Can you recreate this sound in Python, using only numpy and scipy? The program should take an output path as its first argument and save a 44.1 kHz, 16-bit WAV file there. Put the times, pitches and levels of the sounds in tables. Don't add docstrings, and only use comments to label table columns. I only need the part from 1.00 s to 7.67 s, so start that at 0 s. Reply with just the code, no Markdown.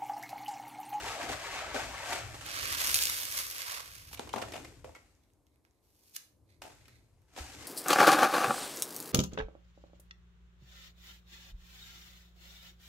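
import sys
import numpy as np
from scipy import signal
from scipy.fft import rfft, irfft
from scipy.io import wavfile

SR = 44100
rng = np.random.default_rng(int(sys.argv[2]) if len(sys.argv) > 2 else 0)


def master(y):
    cut = np.clip(np.atleast_2d(y).T, -1, 1)
    pcm = np.round(cut * 32767)
    wavfile.write(sys.argv[1], SR, pcm.astype(np.int16))


N = 294147


def from_db(db):
    return 10 ** (np.asarray(db) / 20)


def rms_one(x):
    return x / np.sqrt(np.mean(x ** 2) + 1e-20)


def in_time(spans):
    t = np.arange(N) / SR
    out = np.zeros((len(spans[0][0]) - 1, N))
    out[0] = -140
    for rows in spans:
        s, *columns = np.transpose(rows)
        inside = (t >= s[0]) & (t <= s[-1])
        out[:, inside] = [np.interp(t[inside], s, c) for c in columns]
    return out


def swells(rows):
    out = np.zeros(N)
    for s, db, *times in rows:
        rise, fall = np.clip(times, .001, 1.5)
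        first = max(round((s - 6 * rise) * SR), 0)
        last = min(round((s + 6 * fall) * SR), N)
        i = np.arange(first, last)
        tens_of_db_down = np.where(i < s * SR, (s - i / SR) / rise, (i / SR - s) / fall)
        out[i] += 10 ** (db / 10 - tens_of_db_down)
    return out


def colour(x, points):
    size = 8192
    hz, level_db = np.transpose(points)
    bin_hz = np.arange(size // 2 + 1) * SR / size
    curve_db = np.interp(np.log(bin_hz + 1), np.log(hz), level_db)
    cepstrum = irfft(curve_db * np.log(10) / 20)
    cepstrum[1:size // 2] *= 2
    cepstrum[size // 2 + 1:] = 0
    response = irfft(np.exp(rfft(cepstrum)))
    response = response.reshape((1,) * (x.ndim - 1) + (-1,))
    return signal.fftconvolve(x, response, axes=-1)[..., :x.shape[-1]]


def tilt(x, bright_db, split_hz):
    low = signal.sosfilt(signal.butter(1, split_hz, fs=SR, output="sos"), x)
    return low + from_db(bright_db) * (x - low)


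def drift(rate_hz):
    r = np.exp(-2 * np.pi * rate_hz / SR)
    noise = rng.standard_normal(N + SR)
    return rms_one(signal.lfilter([1], [1, -2 * r, r * r], noise)[SR:])


def ring(clicks, hz, t60):
    r = from_db(-60 / (t60 * SR))
    w = 2 * np.pi * hz / SR
    return signal.lfilter([0, np.sin(w)], [1, -2 * r * np.cos(w), r * r], clicks + 1e-18)


WANDER_S = .0012


def bend(x):
    at = np.arange(N) + WANDER_S * SR * drift(4)
    return np.array([np.interp(at, np.arange(N), side) for side in x])


def place(x, lag_s, pan_db):
    shifts = [12 + round(side * lag_s * SR / 2) for side in (1, -1)]
    sides = np.array([np.pad(x, (k, 0))[:len(x)] for k in shifts])
    return sides * from_db([[pan_db / 2], [-pan_db / 2]])


def grains(per_s, grain_db, lag_s, spread_s, spread_db, count=8):
    steep = np.clip(grain_db, 0, 4) * np.log(10) / 20
    sizes = np.exp(steep * np.minimum(rng.exponential(1, N), 6))
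    sizes = sizes * np.sqrt(1.05 - 2 * steep)
    clicks = sizes * rng.choice([-1, 1], N) * (rng.random(N) < per_s / SR)
    spot = rng.integers(0, count, N)
    where = np.linspace(-1, 1, count)
    return sum(place(clicks * (spot == k), lag_s + spread_s * w, spread_db * w)
               for k, w in enumerate(where))


def steady(spectrum, apart):
    white = rng.standard_normal((3, N))
    return rms_one(colour(white[0] + apart * white[1:], spectrum))


# f/Hz, level/dB
AIR_COLOUR = [(18, -38), (30, -10.5), (109, -2.5), (184, -9), (287, -7), (632, -13), (1040, -15.5),
              (1400, -25.5), (2500, -31.5), (4500, -31), (8000, -28), (12500, -28.5), (16000, -49)]
AIR_DB = -76


def air():
    return from_db(AIR_DB) * steady(AIR_COLOUR, apart=0.86)


# t/s, deep rumble level/dB, boxy low-mid level/dB
RUMBLE = [(0.0, -48, -52), (0.2, -60.5, -78), (0.31, -48, -57), (0.41, -58, -87), (0.9, -53, -58),
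          (1.06, -58, -69), (1.25, -51, -62.5), (1.45, -57, -63), (1.89, -52.5, -59), (2.64, -66.5, -76),
          (3.07, -59, -73), (3.58, -55, -53.5), (3.9, -58, -70), (3.96, -69, -78.5), (4.6, -75, -79),
          (5.2, -80, -85.5), (5.36, -67.5, -76), (5.89, -65, -71), (6.33, -68, -85), (6.5, -58, -67),
          (6.67, -55, -68)]
# f/Hz, level/dB
DEEP_COLOUR = [(18, -45.5), (28, -18.5), (40, -1), (59, 4), (108, 0), (190, -11.5), (250, -40), (420, -120)]
# f/Hz, level/dB
BOXY_COLOUR = [(150, -36), (220, -9), (300, -0.5), (400, -9.5), (600, -13.5), (1200, -52)]
LUMPS_DB, LUMPS_RATE_HZ = 1, 19
LANDING_BOXY_DB, LANDING_BOXY_FALL_S = -31.5, 0.1


def rumble():
    lumps = np.array([drift(LUMPS_RATE_HZ), drift(LUMPS_RATE_HZ)])
    deep_db, boxy_db = in_time([RUMBLE]) + LUMPS_DB * lumps
    shoved = swells([(s, boxy_peak_db, rise, fall) for s, _, rise, fall, boxy_peak_db in SHOVES])
    landed = swells([(s, db + LANDING_BOXY_DB, .003, LANDING_BOXY_FALL_S) for s, db, *_ in DROPS])
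    deep = steady(DEEP_COLOUR, apart=.3) * from_db(deep_db + [[1.2], [-1.2]])
    boxy_gain = np.sqrt(from_db(2 * boxy_db) + shoved + landed)
    boxy = steady(BOXY_COLOUR, apart=.6) * boxy_gain * from_db([[1.0], [-1.0]])
    return deep + boxy


# t/s, level before tilt/dB, brightness/dB
STIR = [
    [(0.0, -39, -4.5), (0.2, -47.5, -7), (0.37, -46, -4), (0.45, -39, -8), (0.7, -42.5, -11),
     (0.87, -45.5, -3.5), (1.0, -42, -7), (1.1, -44, -2), (1.2, -68, -4.5), (1.3, -51, -1), (1.4, -56.5, 4),
     (1.5, -49.5, 2.5)],
    [(6.28, -75, -0.5), (6.356, -71.5, 3), (6.39, -64.5, 8), (6.66, -62, 4)],
]
# t/s, peak level before tilt/dB, time to rise 10 dB/s, time to fall 10 dB/s
# (both times limited to .001-1.5 s), peak level of the boxy low mids/dB
SHOVES = [(0.082, -34.5, 0.025, 0.0872, -70), (0.172, -45, -0.9, 0.19, -70),
          (0.227, -37.5, 0.05, 0.09, -49), (0.29, -34.5, 0, 0.0352, -42), (0.319, -32.5, 0.01, 0.0235, -54),
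          (0.544, -38, 0.04, 0.08, -80), (0.59, -39, 0.05, 0.07, -79), (0.622, -52, 0.5, 0.057, -78),
          (0.744, -34, 0, 0.07, -48), (0.764, -35, 0.05, 0.0745, -53), (0.822, -51, -0.34, 0.11, -57),
          (1.08, -49, 0.08, 0.1, -78), (1.132, -32.5, 0.06, 0.0836, -51.5),
          (6.381, -53.5, 0.0283, 0.1, -56.5), (6.552, -57, 0.11, -0.1, -62), (6.626, -53.5, 0.1139, 5, -56)]
# f/Hz, level/dB
HEAP_COLOUR = [(110, -46.5), (180, -28), (280, -16.5), (450, -11), (730, -2.5), (1100, -5.5), (1500, -2.5),
               (2600, -3.5), (3000, -6), (5000, -8), (7500, -8.5), (10500, -17), (13000, -17), (16000, -42)]
# f/Hz, level/dB, t60/s
BOX = [(300, -6, .05), (430, -7, .04), (545, -2, .05), (640, -4, .035), (735, -2, .035), (845, -3, .035),
       (980, -6, .03), (1150, -6, .03), (1350, -5, .03), (1600, -8, .025), (1910, -8, .025),
       (2170, -8, .02), (2550, -10, .02), (3000, -13, .015), (3900, -15, .012)]
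# level against the landing's peak/dB (before the
# tick's share and tilt), time to fall 10 dB/s
SETTLE = [(-24, 0.024), (-31.5, 0.17)]
SETTLE_BRIGHT_DB = 5.5
SETTLE_FOLLOWS_TICK = 0.34
BOX_LAG_S = .00007
HAND_DAMPS = .6


def rummage():
    level_db, bright_db = in_time(STIR)
    stirred = np.sqrt(from_db(2 * level_db) + swells([row[:4] for row in SHOVES]))
    settling_power = 0
    for under_db, fall in SETTLE:
        settling_power += swells([(s, db + under_db + SETTLE_FOLLOWS_TICK * tick_db, .001, fall)
                                  for s, db, _, tick_db, *_ in DROPS])
    contacts = colour(grains(5000, 1.3, BOX_LAG_S, .00008, 2.1), HEAP_COLOUR)
    contacts = contacts * from_db(.7 * drift(40))
    hollow = 0
    for hz, db, t60 in BOX:
        wandering_gain = from_db(db + 2.5 * drift(14))
        hollow = hollow + wandering_gain * bend(ring(contacts, hz, t60 * HAND_DAMPS))
    sound = rms_one(rms_one(contacts) + 0.49 * rms_one(hollow)) * from_db([[1.1], [-1.1]])
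    stirring = tilt(sound, bright_db, 3000) * stirred
    settling = tilt(sound, SETTLE_BRIGHT_DB, 5200) * np.sqrt(settling_power)
    return stirring + settling


ROOM_T60_S, WALL_CUT_HZ, ROOM_DB = 0.34, 9000, -9.5


def room(x):
    t = np.arange(SR // 2) / SR
    answer = rng.standard_normal((2, len(t))) * from_db(-60 * t / ROOM_T60_S) * (t > .004)
    answer = signal.sosfilt(signal.butter(1, WALL_CUT_HZ, fs=SR, output="sos"), answer)
    answer = answer / np.sqrt(np.sum(answer ** 2) / 2)
    return from_db(ROOM_DB) * signal.fftconvolve(x, answer, axes=1)[:, :N]


# t/s, peak level before panning/dB, pitch of the spot f/Hz, tick level against the
# box ring/dB, left-right level/dB, contact/s, ring length as a multiple of each box mode's t60
DROPS = [(0.742, -28.5, 740, -16, 9, 0.0096, 1.1), (1.343, -34, 1130, -3.5, -4, 0.0043, .9),
         (1.41, -38, 1360, 5, -14, 0.0036, .9), (3.113, -47.5, 980, -7, -6, .003, .9),
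         (3.131, -38, 1080, -3, -6, 0.0025, .9), (3.143, -38, 2340, 6, -3, 0.0035, .9),
         (3.173, -41, 3310, 5, -7, 0.0068, .9), (3.194, -24, 870, -3.5, 1, 0.0016, .9),
         (3.273, -36, 900, -9, -4, 0.0022, .9), (3.291, -37, 2900, -1, 0, 0.0028, .9),
         (3.329, -37, 2460, 3, -11, 0.0077, .4), (3.338, -24.5, 840, -9.5, 12, 0.0014, .6),
         (3.345, -34, 403, -15, -2, 0.0027, .9), (3.359, -25.5, 700, -6.5, 6.5, 0.007, 1.2),
         (3.371, -40, 430, -8, 5, 0.0028, .9), (3.377, -30, 754, -14, 7, 0.0027, .9),
         (3.382, -30.5, 880, -2.5, -11, 0.0039, .9), (3.416, -32, 855, -1, -13, 0.006, .9),
         (3.423, -28, 750, -6, 10.5, 0.0031, .8), (3.434, -35, 1470, -18, -6, 0.004, .9),
         (3.484, -34.5, 453, -5.5, -1, 0.0027, .9), (3.52, -34, 2260, 3, -1, 0.0045, .9),
         (3.535, -31.5, 764, 0.5, 3, 0.0086, .9), (3.554, -31, 730, -4, 1, 0.0061, .9),
         (3.563, -33.5, 640, 4.5, 3, 0.0032, .9), (3.577, -33.5, 834, -4, -4, 0.0017, .9),
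         (3.646, -37.5, 2300, -1, 1, 0.0046, .9), (3.844, -32, 580, -8.5, 1.5, 0.0027, 1.6),
         (3.872, -42.5, 600, -21.5, -1, 0.0041, 1.2), (3.892, -42, 755, -20, 5, 0.0018, .7),
         (3.919, -50, 600, -19.5, 0, .002, .8), (3.949, -41.5, 2030, 1, -1, 0.0033, 1.8),
         (3.958, -47, 2110, 0, 3, 0.0049, 1.5), (3.964, -45, 902, -5, 0, .002, .9),
         (5.619, -30, 746, 4.5, 1, 0.002, 1.1), (5.637, -43, 650, -5, -5, 0.0056, 1.3),
         (5.652, -39.5, 810, -5, 5, 0.0025, 1.4), (5.665, -42, 804, -12, 0, 0.0049, 1.3),
         (5.677, -48, 865, -8, -3, 0.0033, 1.4), (5.70, -51, 695, -10, 2, 0.0054, 1.4),
         (5.721, -53, 800, 0, 1, 0.0067, 1.1), (5.809, -57, 2560, 9, 2, 0.0036, .9),
         (5.855, -56, 2480, 5, 12, 0.0038, .9), (5.88, -48.5, 2430, 0.5, 0, 0.0037, 1.2),
         (6.363, -37.5, 810, 2, -2, 0.0041, .9), (6.376, -34.5, 800, -6, 8, 0.0056, 1.3),
         (6.385, -35.5, 2420, -1, -5, 0.004, .9)]
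# f/Hz, level/dB
SCUFF_COLOUR = [(200, -84.5), (900, -6), (2500, 13), (5000, 1.5), (12500, -9), (16000, -29)]


def drops():
    length = 6000
    out = np.zeros((2, N + length))
    t = np.arange(length) / SR
    light = signal.butter(2, 190, "high", fs=SR, output="sos")
    for s, peak_db, spot_hz, tick_db, pan_db, contact_s, lasts in DROPS:
        fade = np.exp(-t / np.clip(contact_s, .0008, .02))
        onset = 1 - np.exp(-t / np.clip(.3 * contact_s, .0006, .003))
        shared, *own_side = rng.standard_normal((3, length)) * fade * onset
        tick = signal.sosfilt(light, shared + .9 * np.array(own_side))
        strengths_db = 1.8 * rng.standard_normal((len(BOX), 2, 1))
        detune = np.exp(.025 * rng.standard_normal())
        hit = 0
        for (hz, db, t60), own_db in zip(BOX, strengths_db):
            gain = from_db(db + own_db - 22 * abs(np.log2(hz / spot_hz)))
            hit = hit + gain * ring(tick, hz * detune, t60 * np.clip(lasts, .3, 4))
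        scuff = colour(tick, SCUFF_COLOUR)
        hit = hit / np.abs(hit).max() + from_db(tick_db) * scuff / np.abs(scuff).max()
        i = round(s * SR)
        side_db = peak_db + pan_db * np.array([[.5], [-.5]])
        out[:, i:i + length] += hit / np.abs(hit).max() * from_db(side_db)
    return out[:, :N]


# t/s, peak level/dB, time to rise 10 dB/s, time to fall 10 dB/s
THRUMS = [(1.32, -51, .2, 0.14), (3.44, -58, .1, .2), (5.88, -63, 0.14, .08)]
THRUM_HZ, THRUM_STAGE_T60_S = 115.3, 0.19


def thrum():
    white = rng.standard_normal((3, N))
    once = ring(white[0] + .5 * white[1:], THRUM_HZ, THRUM_STAGE_T60_S)
    twice = ring(once, THRUM_HZ, THRUM_STAGE_T60_S)
    return rms_one(twice) * np.sqrt(swells(THRUMS))


# t/s, level before tilt/dB, brightness/dB
SQUEEZE = [(1.4, -58, -20), (1.47, -38.5, -25), (1.54, -35, -20.5), (1.596, -32.5, -15.5),
           (1.834, -31.5, -3.5), (1.93, -31.5, -2), (1.96, -35, 4), (2.06, -33, 0), (2.252, -39.5, 1),
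           (2.39, -35, 0.5), (2.474, -42.5, 1.5), (2.732, -35, -10), (2.86, -49, -4.5), (3.11, -54, -3.5),
           (3.15, -45.5, 2)]
# t/s, level before tilt/dB, brightness/dB
PEEL = [(4.82, -89, 7.5), (4.851, -82.5, 6.5), (5.128, -78.5, 14), (5.166, -43, 10), (5.18, -70.5, -10.5),
        (5.35, -86, -1)]
# t/s, peak level before colour and tilt/dB, time to rise 10 dB/s, time to fall 10 dB/s
BRUSHES = [(4.105, -72, .05, .03), (4.235, -74, .03, .03), (4.3, -77, .02, .03), (4.468, -76, .01, .03),
           (4.55, -76, .04, .03), (4.652, -74, .01, .04), (4.78, -78, .08, 0.05), (5.7, -62, 0.05, 0.06),
           (5.81, -64, .05, .08), (5.882, -62, .004, 0.1), (5.96, -66, .07, .035), (5.505, -63, .015, .04),
           (5.545, -66, .04, .018), (5.857, -62, .006, .02)]
# f/Hz, level/dB
FOAM_COLOUR = [(120, -54), (300, -17.5), (550, -5.5), (800, -11.5), (1100, -4), (1600, 0), (2300, 1.5),
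               (3300, -1.5), (4700, 1), (6300, -1), (8000, -5.5), (10500, -3.5), (13000, -2), (16000, -15)]
# f/Hz, level/dB
SKIN_COLOUR = [(800, -6), (1500, -7), (2150, 5), (2900, -7), (4000, 5), (5300, -4), (8000, 0), (12000, -4)]
# f/Hz, left-right level/dB
HAND_SHADOW = [(60, 9), (240, -5.5), (950, -8), (3770, -5.5), (8000, 1), (15000, 3.5)]
HAND_LAG_S = .00032
GRAIN_DB, BRUSH_BRIGHT_DB = 3, -10
FIST_HZ, FIST_T60_S, FIST_DB = 1050, .009, -16
SURGE_DB, SURGE_RATE_HZ = .8, 14


def crush():
    level_db, bright_db = in_time([SQUEEZE, PEEL])
    cells = rms_one(colour(grains(6500, GRAIN_DB, HAND_LAG_S, .00005, 4.2), FOAM_COLOUR))
    fist_gain = from_db(FIST_DB + 3.6 * drift(4.1))
    fist = fist_gain * rms_one(bend(bend(ring(cells, FIST_HZ, FIST_T60_S))))
    left, right = cells + fist * (np.arange(N) < SQUEEZE[-1][0] * SR)
    flutter_db = 1.8 * drift(82) + SURGE_DB * drift(SURGE_RATE_HZ)
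    sound = np.array([colour(left, HAND_SHADOW), right]) * from_db(flutter_db)
    pressed = tilt(sound, bright_db, 4000) * from_db(level_db)
    brushed = tilt(colour(sound, SKIN_COLOUR), BRUSH_BRIGHT_DB, 2900) * np.sqrt(swells(BRUSHES))
    return pressed + brushed


SMALL_CRACK_DB, SMALL_SPREAD_DB = 4, 3
SMALL_LOW_HZ, SMALL_HIGH_HZ = 2200, 13890


def small_cracks(count=110):
    s, level_db, _ = np.transpose(SQUEEZE)
    when, size, pitch = rng.random((count, 3)).T
    when = s[0] + when * (s[-1] - s[0])
    peak_db = np.interp(when, s, level_db) + SMALL_CRACK_DB + SMALL_SPREAD_DB * (2 * size - 1)
    ring_hz = SMALL_LOW_HZ * (SMALL_HIGH_HZ / SMALL_LOW_HZ) ** pitch
    return list(zip(when, peak_db, ring_hz))


# t/s, peak level before panning/dB, ring f/Hz
CRACKS = [(1.4631, -29, 4390), (1.776, -24, 1200), (1.8544, -20, 9170), (1.872, -16, 8910),
          (1.8788, -16, 11240), (1.9436, -5, 10250), (1.9466, -12, 12830), (1.9494, -12, 10290),
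          (1.957, -12, 6290), (1.9895, -11, 7240), (2.0161, -16, 12580), (2.0223, -15, 7020),
          (2.0251, -11, 8570), (2.037, -13, 10420), (2.0549, -11, 7490), (2.0704, -15, 7280),
          (1.898, -21, 2800), (1.9625, -17, 11000), (1.9685, -19, 11500), (1.975, -19, 9500),
          (1.982, -19, 12000), (2.097, -22, 2300), (2.122, -24, 2300), (2.2, -22, 3200), (2.216, -24, 2500),
          (2.232, -24, 3000), (2.2527, -19, 8400), (2.3721, -18, 11460), (2.951, -32, 10980),
          (4.1508, -58, 6890), (4.2356, -60, 6500), (4.302, -60, 3000), (4.3355, -57, 9260),
          (4.4675, -57, 7920), (4.5588, -57, 4910), (4.6506, -50, 2400), (4.71, -61, 7500),
          (5.638, -41, 6720), (5.7524, -52, 8440), (5.8831, -45, 8140), (6.219, -57, 2330),
          (6.3373, -51, 7150)]
CRACK_LOW_SHARE = 0.3
TEAR_S = 0.0005
CRACK_PAN_DB, CRACK_PAN_SPREAD_DB = -2.5, 2.0


def cracks():
    length = 400
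    out = np.zeros((2, N + length))
    t = np.arange(length) / SR
    for s, peak_db, hz in small_cracks() + CRACKS:
        side, *noise = rng.standard_normal(length + 1)
        low_hz = np.clip(CRACK_LOW_SHARE * hz, 900, 6000)
        thin = signal.butter(2, [low_hz, 15800], "band", fs=SR, output="sos")
        puff = (t == 0) + .6 * np.array(noise) * np.exp(-t / TEAR_S)
        burst = signal.sosfilt(thin, puff + .2 * ring(puff, hz, .0015))
        burst = burst / np.abs(burst).max() * from_db(peak_db)
        i = round(s * SR)
        out[:, i:i + length] += place(burst, HAND_LAG_S, CRACK_PAN_DB + CRACK_PAN_SPREAD_DB * side)
    return out[:, :N]


BUMP_S, BUMP_DB, BUMP_HZ, BUMP_T60_S = 6.402, -36, 69, 0.2
BUMP_PUSH_S = 0.005


def bump():
    push = np.maximum(1 - np.abs(np.arange(N) / SR - BUMP_S) / BUMP_PUSH_S, 0)
    swing = ring(push, BUMP_HZ, BUMP_T60_S)
    return swing / np.abs(swing).max() * from_db(BUMP_DB)


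def scene():
    foam = rummage() + drops() + crush() + cracks()
    return air() + rumble() + foam + room(foam) + thrum() + bump()


LOW_CUT_HZ, TOP_CUT_HZ = 32, 16700


def record(dry):
    dry = signal.sosfilt(signal.butter(2, LOW_CUT_HZ, "high", fs=SR, output="sos"), dry)
    return signal.sosfilt(signal.cheby2(12, 70, TOP_CUT_HZ, fs=SR, output="sos"), dry)


dry = scene()
out = record(dry)
master(out)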